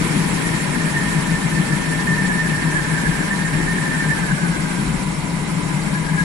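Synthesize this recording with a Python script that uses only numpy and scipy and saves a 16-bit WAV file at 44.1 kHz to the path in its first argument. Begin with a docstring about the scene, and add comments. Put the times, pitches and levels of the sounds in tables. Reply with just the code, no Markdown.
"""Air rushing over the canopy of a glider in flight, heard in the cockpit: roar and seal hiss are shaped
noise that eases as the airspeed falls. A canopy gap whistles in two strands, fuzzy edge tones through
fixed resonances, that sink, die away and return on the left. Turbulence booms in the cabin's air modes,
gusts drum on the shell, a vent moans faintly as narrow noise, and the fuselage rumbles."""
import sys
import numpy as np
from scipy import signal
from scipy.fft import rfft, irfft, next_fast_len
from scipy.io import wavfile
from scipy.ndimage import uniform_filter1d

SR = 44100
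rng = np.random.default_rng(int(sys.argv[2]) if len(sys.argv) > 2 else 0)


def inscribe(sig):
    """Save sig as 16-bit PCM at rate SR to the path in sys.argv[1].

    A 1-D sig is mono; a 2-D sig holds one channel per row.
    Samples are clipped to [-1, 1] before scaling.
    """
    pcm = np.round(np.clip(np.atleast_2d(sig).T, -1, 1) * 32767)
    wavfile.write(sys.argv[1], SR, pcm.astype(np.int16))


N = 275165

# airflow strength, used relative to its mean: [t/s, hiss level/dB]
AIRFLOW = [(0, -36), (.55, -37), (.72, -38), (1.13, -37.4), (1.35, -38.5), (1.7, -38.3), (2.2, -39),
           (2.9, -39), (3.1, -38.5), (3.5, -39.5), (4.1, -39), (4.4, -40.5), (4.75, -40), (5.25, -42.5),
           (5.87, -41), (6.08, -42.5), (6.24, -40.5)]


def rush(spectrum_rows, follow, slide_per_db):
    """Flow noise at two ears: faster air is louder and slides the spectrum up; the level flutters."""
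    frame, hop = 1024, 256
    patchy_db, flutter_db = 1.8, .42  # random flutter in time-frequency patches, and over the whole band
    frames = N // hop + 5
    flow_db = swing_db(AIRFLOW, np.arange(frames) * hop / SR)[:, None]
    hz = np.fft.rfftfreq(frame, 1 / SR) / (1 + slide_per_db * flow_db)

    f, *columns = np.transpose(spectrum_rows)
    left_db, right_db, same = (np.interp(np.log(hz + 1), np.log(f), c) for c in columns)
    a, b = rng.standard_normal((2, *hz.shape)) + 1j * rng.standard_normal((2, *hz.shape))
    z = two_ears(a, b, left_db, right_db, same)

    beyond_db = -24 * np.log2(np.maximum(hz / f[-1], 1))  # 24 dB/octave above the last row
    patches = drift(hz.shape, size=5, order=30)
    whole_band = drift((frames, 1), size=4, order=1)
    random_db = patchy_db * patches + flutter_db * whole_band
    depth = np.minimum(hz / 5000, 1)  # flutter grows with frequency up to 5 kHz
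    z *= gain_of(beyond_db + follow * flow_db + depth * random_db)
    x = signal.istft(z.transpose(0, 2, 1), nperseg=frame, noverlap=frame - hop)[1][:, :N]
    return x * np.sqrt(3 * SR / frame / 2)  # dB per Hz to spectrum bins


def roar():
    """Low and middle flow noise on the shell."""
    # flow noise on the shell at mean airflow: [f/Hz, left/dB per Hz, right/dB per Hz, ear likeness/-1..1]
    roar_rows = [(50, -78, -78, .8), (86.5, -66, -65.5, 0.82), (115, -50, -56, 0.98),
                 (218, -47, -54.5, 0.65), (300.4, -47.5, -56, 0.55), (367, -52.5, -62, -0.73),
                 (420, -56.5, -56.5, -0.085), (487, -62, -63.5, 0.54), (607, -63, -64, 0.45),
                 (655, -63, -66.5, -0.09), (866, -62, -63.5, 0.72), (1154, -62.5, -67, 0.14),
                 (1730, -66.5, -74.5, -0.5)]
    return rush(roar_rows, follow=0.45, slide_per_db=0.011)


def hiss():
    """Treble flow noise through the canopy seals; follows the airflow more closely than the roar."""
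    # seal noise at mean airflow: [f/Hz, left/dB per Hz, right/dB per Hz, ear likeness/-1..1]
    hiss_rows = [(775, -102, -82.5, 0.063), (1300, -68, -63, -0.082), (1480, -66, -62, -0.082),
                 (1920, -65.5, -62.5, -0.082), (2200, -62.5, -60.5, 0.17), (2754, -70.5, -66.5, -0.17),
                 (3240, -66.5, -73, -0.13), (3530, -73.5, -71.5, -0.11), (4480, -71, -73, 0.12),
                 (4900, -74, -74.5, -0.079), (6630, -74.5, -75, 0.078), (7160, -70.5, -70.5, 0.059),
                 (9200, -75, -69.5, -0.023), (10750, -71.5, -72, 0.11), (13070, -103.5, -103, 0.052)]
    return rush(hiss_rows, follow=0.86, slide_per_db=0.0031)


def whistle():
    """Two edge tones slide across fixed canopy resonances, giving way now and then to a purer flare."""
    # higher edge tone of the gap: [t/s, f/Hz, level before trim/dB]
    high_rows = [(0, 1810, -39), (.5, 1836, -36), (1, 1818, -31.5), (1.4, 1790, -34.5), (2.3, 1801, -27),
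                 (2.75, 1799, -29.5), (3.1, 1745, -31), (3.4, 1800, -31), (3.75, 1805, -29.5),
                 (4.15, 1770, -30.5), (4.55, 1644, -32.5), (4.95, 1527, -45), (5.4, 1570, -58),
                 (5.8, 1720, -48), (6.24, 1720, -37)]
    # lower edge tone of the gap: [t/s, f/Hz, level before trim/dB]
    low_rows = [(0, 1678, -41), (1, 1694, -31.5), (1.5, 1628, -39), (2.351, 1686, -29.5),
                (2.95, 1603, -30.5), (3.7, 1655, -31.5), (4.249, 1570, -30), (4.5, 1505, -33),
                (4.85, 1407, -42), (5.4, 1478, -59), (5.7, 1655, -42), (6.24, 1650, -32)]
    # the gap catches the flow and the whistle flares: [t/s, f/Hz, level before trim/dB]
    flare_rows = [(.47, 1853, -26), (.56, 1865, -32), (.975, 1823, -21.5), (1.075, 1816, -26.5),
                  (1.2, 1813, -30), (1.34, 1795, -29), (1.58, 1784, -24), (1.74, 1772, -26),
                  (1.93, 1810, -25.5), (2.12, 1797, -20.5), (2.197, 1787, -21), (2.31, 1730, -21.5),
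                  (2.405, 1823, -21), (2.535, 1790, -28), (2.77, 1678, -19.5), (2.95, 1714, -26),
                  (3.055, 1707, -25), (3.325, 1795, -22.5), (3.46, 1814, -30), (3.615, 1810, -26),
                  (3.709, 1816, -23.5), (3.865, 1760, -24), (3.92, 1793, -22.5), (4.005, 1765, -24),
                  (4.125, 1750, -18.5), (4.305, 1660, -27), (4.46, 1490, -29), (4.55, 1644, -30),
                  (4.78, 1575, -35), (5.71, 1658, -33.5), (5.96, 1660, -26.5), (6.08, 1672, -30),
                  (6.2, 1663, -18.5)]
    trim_db, flare_trim_db = -0.6, .4
    tone_width_hz, flare_width_hz, flare_s = 84, 52, .081
    high_pure, low_pure, flare_pure = .36, .12, .5  # power share of the thin line
    takeover_db = -24  # flares above this displace the steady tones
    t, response = np.arange(N) / SR, canopy()
    flutter_db = 2.6 * waver(rate_hz=20)

    tones = 0
    for rows, pure in ((high_rows, high_pure), (low_rows, low_pure)):
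        tone = edge_tone(rows, tone_width_hz, pure, .076, response)
        tones = tones + tone * gain_of(curve([(s, db) for s, _, db in rows], t))
    tones = tones * gain_of(trim_db + flutter_db)

    flaring = swells([(s, db) for s, _, db in flare_rows], flare_s)
    flares = edge_tone(flare_rows, flare_width_hz, flare_pure, .025, response) * flaring
    ducking = np.hypot(1, flaring / gain_of(takeover_db))
    return tones / ducking + flares * gain_of(flare_trim_db)


def edge_tone(rows, width_hz, pure, steady_s, response):
    """An unsteady jet, a thin line in a fuzzy band, rings the canopy; two ears, mean power 1."""
    # stereo balance of the whistle: [t/s, left over right/dB]
    side_rows = [(4.8, -1.5), (5.65, 10)]
    wander_hz, wander_rate_hz = 15, 11
    t, (times, hz, _) = np.arange(N) / SR, np.transpose(rows)
    pitch_hz = np.interp(t, times, hz) + wander_hz * waver(wander_rate_hz)
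    line_and_band = np.sqrt(2 * pure) + np.sqrt(1 - pure) * blown(0, width_hz)
    jet = line_and_band * np.exp(2j * np.pi * np.cumsum(pitch_hz) / SR)
    ears = np.fft.ifft(np.fft.fft(jet, response.shape[1]) * response)[:, :N]
    side_db = np.outer([.5, -.5], curve(side_rows, t))
    return steadied(ears * gain_of(side_db), steady_s).real


def canopy():
    """Frequency response of the canopy resonances from the gap to each ear."""
    # canopy resonances, relative levels: [f/Hz, width/Hz, left/dB, right/dB, right lead/rad]
    canopy_rows = [(1470, 47, -2, 1, 4), (1540, 30, 5, 0, -2), (1595, 26, -2.5, -1, -.5),
                   (1655, 20, 0.5, 5.5, -2), (1692, 28, -1, 4, 3.5), (1745, 47, -8, 4.3, 1.7),
                   (1791, 29, 1.5, 6.5, -1), (1827, 25, 0, 7.5, 0.8), (1860, 26, -8, 5.5, 3),
                   (1914, 29, 12.5, -8, -2)]
    f = np.fft.fftfreq(next_fast_len(N), 1 / SR)
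    near = (f > 1000) & (f < 2500)
    response = np.zeros((2, len(f)), complex)
    for hz, width_hz, left_db, right_db, lead_rad in canopy_rows:
        ears = [gain_of(left_db), gain_of(right_db) * np.exp(1j * lead_rad)]
        response[:, near] += np.outer(ears, (1 + ((f[near] - hz) / width_hz) ** 2) ** -2)
    return response


def boom():
    """Turbulence rings the cabin's air modes, harder in faster air and at each buffet."""
    # cabin air modes, relative levels: [f/Hz, width/Hz, level/dB]
    cabin_rows = [(160.2, 18, 1), (174.8, 21, -8), (192.8, 18, -6.5)]
    # hardest buffets of turbulence: [t/s, level/dB]
    buffet_rows = [(.027, -28), (.175, -17), (.24, -31), (.71, -27), (1.048, -27), (1.155, -21),
                   (1.275, -22.5), (1.338, -27), (1.455, -20), (1.599, -19), (1.74, -22), (2.115, -23),
                   (2.24, -19), (2.371, -25), (2.53, -28), (2.69, -20), (2.925, -28), (3.089, -22.5),
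                   (3.569, -22), (3.748, -27), (4.07, -21.5), (4.328, -20.5), (4.45, -25.5), (4.505, -25),
                   (4.798, -27), (4.905, -27), (5.072, -30), (5.552, -27.5), (5.76, -21.5), (5.949, -22.5),
                   (6.137, -22), (6.217, -25)]
    buffet_s, between_db, follow = .088, -24, .1
    left_db, lead_rad = 6, .26  # left over right level, right phase lead
    air = sum(gain_of(db) * blown(hz, width_hz) for hz, width_hz, db in cabin_rows)
    buffets = steadied(air, .04) * swells(buffet_rows, buffet_s)
    flow_db = swing_db(AIRFLOW, np.arange(N) / SR)
    z = steadied(air, .15) * gain_of(between_db + follow * flow_db) + buffets
    ears = np.array([gain_of(left_db), np.exp(1j * lead_rad)])
    return np.outer(ears / np.sqrt(np.mean(abs(ears) ** 2)), z).real


def surges():
    """Gusts drum briefly on the shell, a noise band just above the cabin boom."""
    # drumming gusts: [t/s, level before ear gains/dB]
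    surge_rows = [(.04, -26.5), (.18, -26.5), (.445, -30), (.6, -30), (.775, -27.5), (.86, -28), (.98, -29),
                  (1.15, -31), (2.13, -30), (2.68, -30), (3.2, -32), (3.59, -28.5), (3.76, -30.5),
                  (3.92, -32), (4.86, -32), (4.98, -33)]
    surge_s, left_db, right_db = .12, 2, -4
    drumming = steadied(blown(hz=290, width_hz=120), .03).real
    return np.outer(gain_of([left_db, right_db]), drumming * swells(surge_rows, surge_s))


def moans():
    """Air across the vent and narrower openings sounds faint fuzzy tones that waver in the gusts."""
    # blown resonances, vent first: [f/Hz, width/Hz, level before waver/dB, left over right/dB, right lead/rad]
    moan_rows = [(1012, 28, -41.8, 2, 0.86), (970, 42, -42, 2, 0.46), (877, 24, -48.5, 5, 0.19),
                 (824, 28, -48, 0, 0.011), (619.4, 26, -50, 6, 0.021), (1147, 70, -52, 4, 0),
                 (2063, 90, -45, -9, 0.34), (3880, 170, -50.8, -3.5, 1), (5440, 240, -50.5, 2, -0.81)]
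    waver_db, wander_hz, rate_hz, follow = 1.6, 6, 4.5, .38
    out = np.zeros((2, N))
    for hz, width_hz, db, left_db, lead_rad in moan_rows:
        wander = np.exp(2j * np.pi * np.cumsum(wander_hz * waver(rate_hz)) / SR)
        z = blown(hz, width_hz) * wander * gain_of(waver_db * waver(rate_hz))
        left = z * gain_of(db + left_db / 2)
        right = z * np.exp(1j * lead_rad) * gain_of(db - left_db / 2)
        out += np.array([left, right]).real
    return out * gain_of(follow * swing_db(AIRFLOW, np.arange(N) / SR))


def rumble():
    """Deep shaped noise of the fuselage, swelling at each bump of rough air."""
    # steady fuselage rumble: [f/Hz, left/dB per Hz, right/dB per Hz, ear likeness/-1..1]
    rumble_rows = [(5, -70, -68, .9), (20, -55, -59, .94), (52.3, -50, -54, 0.87), (75, -59.5, -68, 1)]
    # bumps of rough air: [t/s, swell added, re steady rumble/dB]
    bump_rows = [(3.09, 1), (3.63, 4), (4.92, 3)]
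    bump_s = .26
    hz = np.fft.rfftfreq(N, 1 / SR)
    f, *columns = np.transpose(rumble_rows)
    left_db, right_db, same = (np.interp(hz, f, c) for c in columns)
    a, b = rfft(rng.standard_normal((2, N)))
    z = two_ears(a, b, left_db, right_db, same)
    z /= np.maximum(hz / f[-1], 1) ** 5  # 30 dB/octave above the last row
    return irfft(z, N) * np.sqrt(SR / 2) * (1 + swells(bump_rows, bump_s))


def two_ears(a, b, left_db, right_db, same):
    """Mixes two independent noise spectra into ears of the given levels and likeness."""
    same = np.clip(same, -1, 1)
    right = same * a + np.sqrt(1 - same ** 2) * b
    return np.array([a * gain_of(left_db), right * gain_of(right_db)])


def blown(hz, width_hz):
    """Turbulence ringing a steady steep-skirted resonance: complex noise, real part of power 1."""
    size = next_fast_len(N)
    offset = (np.fft.fftfreq(size, 1 / SR) - hz) / width_hz
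    near = abs(offset) < 8
    spectrum = np.zeros(size, complex)
    a, b = rng.standard_normal((2, near.sum()))
    spectrum[near] = (a + 1j * b) / (1 + 1j * offset[near]) ** 3
    z = np.fft.ifft(spectrum)[:N]
    return z / z.real.std()


def steadied(z, seconds):
    """Holds ringing power steady over the given time; faster flutter stays."""
    power = (abs(np.atleast_2d(z)) ** 2).mean(0) / 2
    span = max(int(seconds * SR), 2)
    smooth = uniform_filter1d(uniform_filter1d(power, span), span)
    return z / np.sqrt(abs(smooth) + 1e-12)


def swells(rows, seconds):
    """Amplitude of brief swells, each of the given length, centred on the row times."""
    t, out = np.arange(N) / SR, np.zeros(N)
    for at, db in rows:
        out += gain_of(db) * np.maximum(1 - (2 * (t - at) / seconds) ** 2, 0) ** 2
    return out


def waver(rate_hz):
    """Chance curve of rms 1: 24 sines within an octave either side of the rate."""
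    t = np.arange(N) / SR
    knots = np.arange(0, t[-1] + .01, .004)
    rates = rate_hz * 2 ** rng.uniform(-1, 1, (24, 1))
    phases = rng.random((24, 1))
    return np.interp(t, knots, evened(np.sin(2 * np.pi * (rates * knots + phases)).sum(0)))


def drift(shape, size, order):
    """Chance flutter of rms 1, smooth over size frames and order bins, with no slow swell."""
    z = uniform_filter1d(rng.standard_normal(shape), size, -2)
    z = z - uniform_filter1d(z, size=24, axis=-2)
    return evened(uniform_filter1d(z, order, -1))


def swing_db(rows, t):
    """A level curve relative to its own mean."""
    level_db = curve(rows, t)
    return level_db - level_db.mean()


def curve(rows, t):
    """Reads (s, value) rows at the times t."""
    return np.interp(t, *np.transpose(rows))


def evened(x):
    """Scales to rms 1."""
    return x / np.sqrt(np.mean(x ** 2) + 1e-20)


def gain_of(db):
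    """Decibels to amplitude."""
    return 10 ** (np.asarray(db) / 20)


def scene():
    """Sum of all the airflow sounds at the seat, two ears."""
    return roar() + hiss() + whistle() + boom() + surges() + moans() + rumble()


def record(dry):
    """Linear-phase low-pass that removes the top treble."""
    edge_hz = 13100
    lowpass = signal.firwin(511, edge_hz, window=("kaiser", 9), fs=SR)
    return signal.oaconvolve(dry, lowpass[None], "same")


dry = scene()
out = record(dry)
inscribe(out)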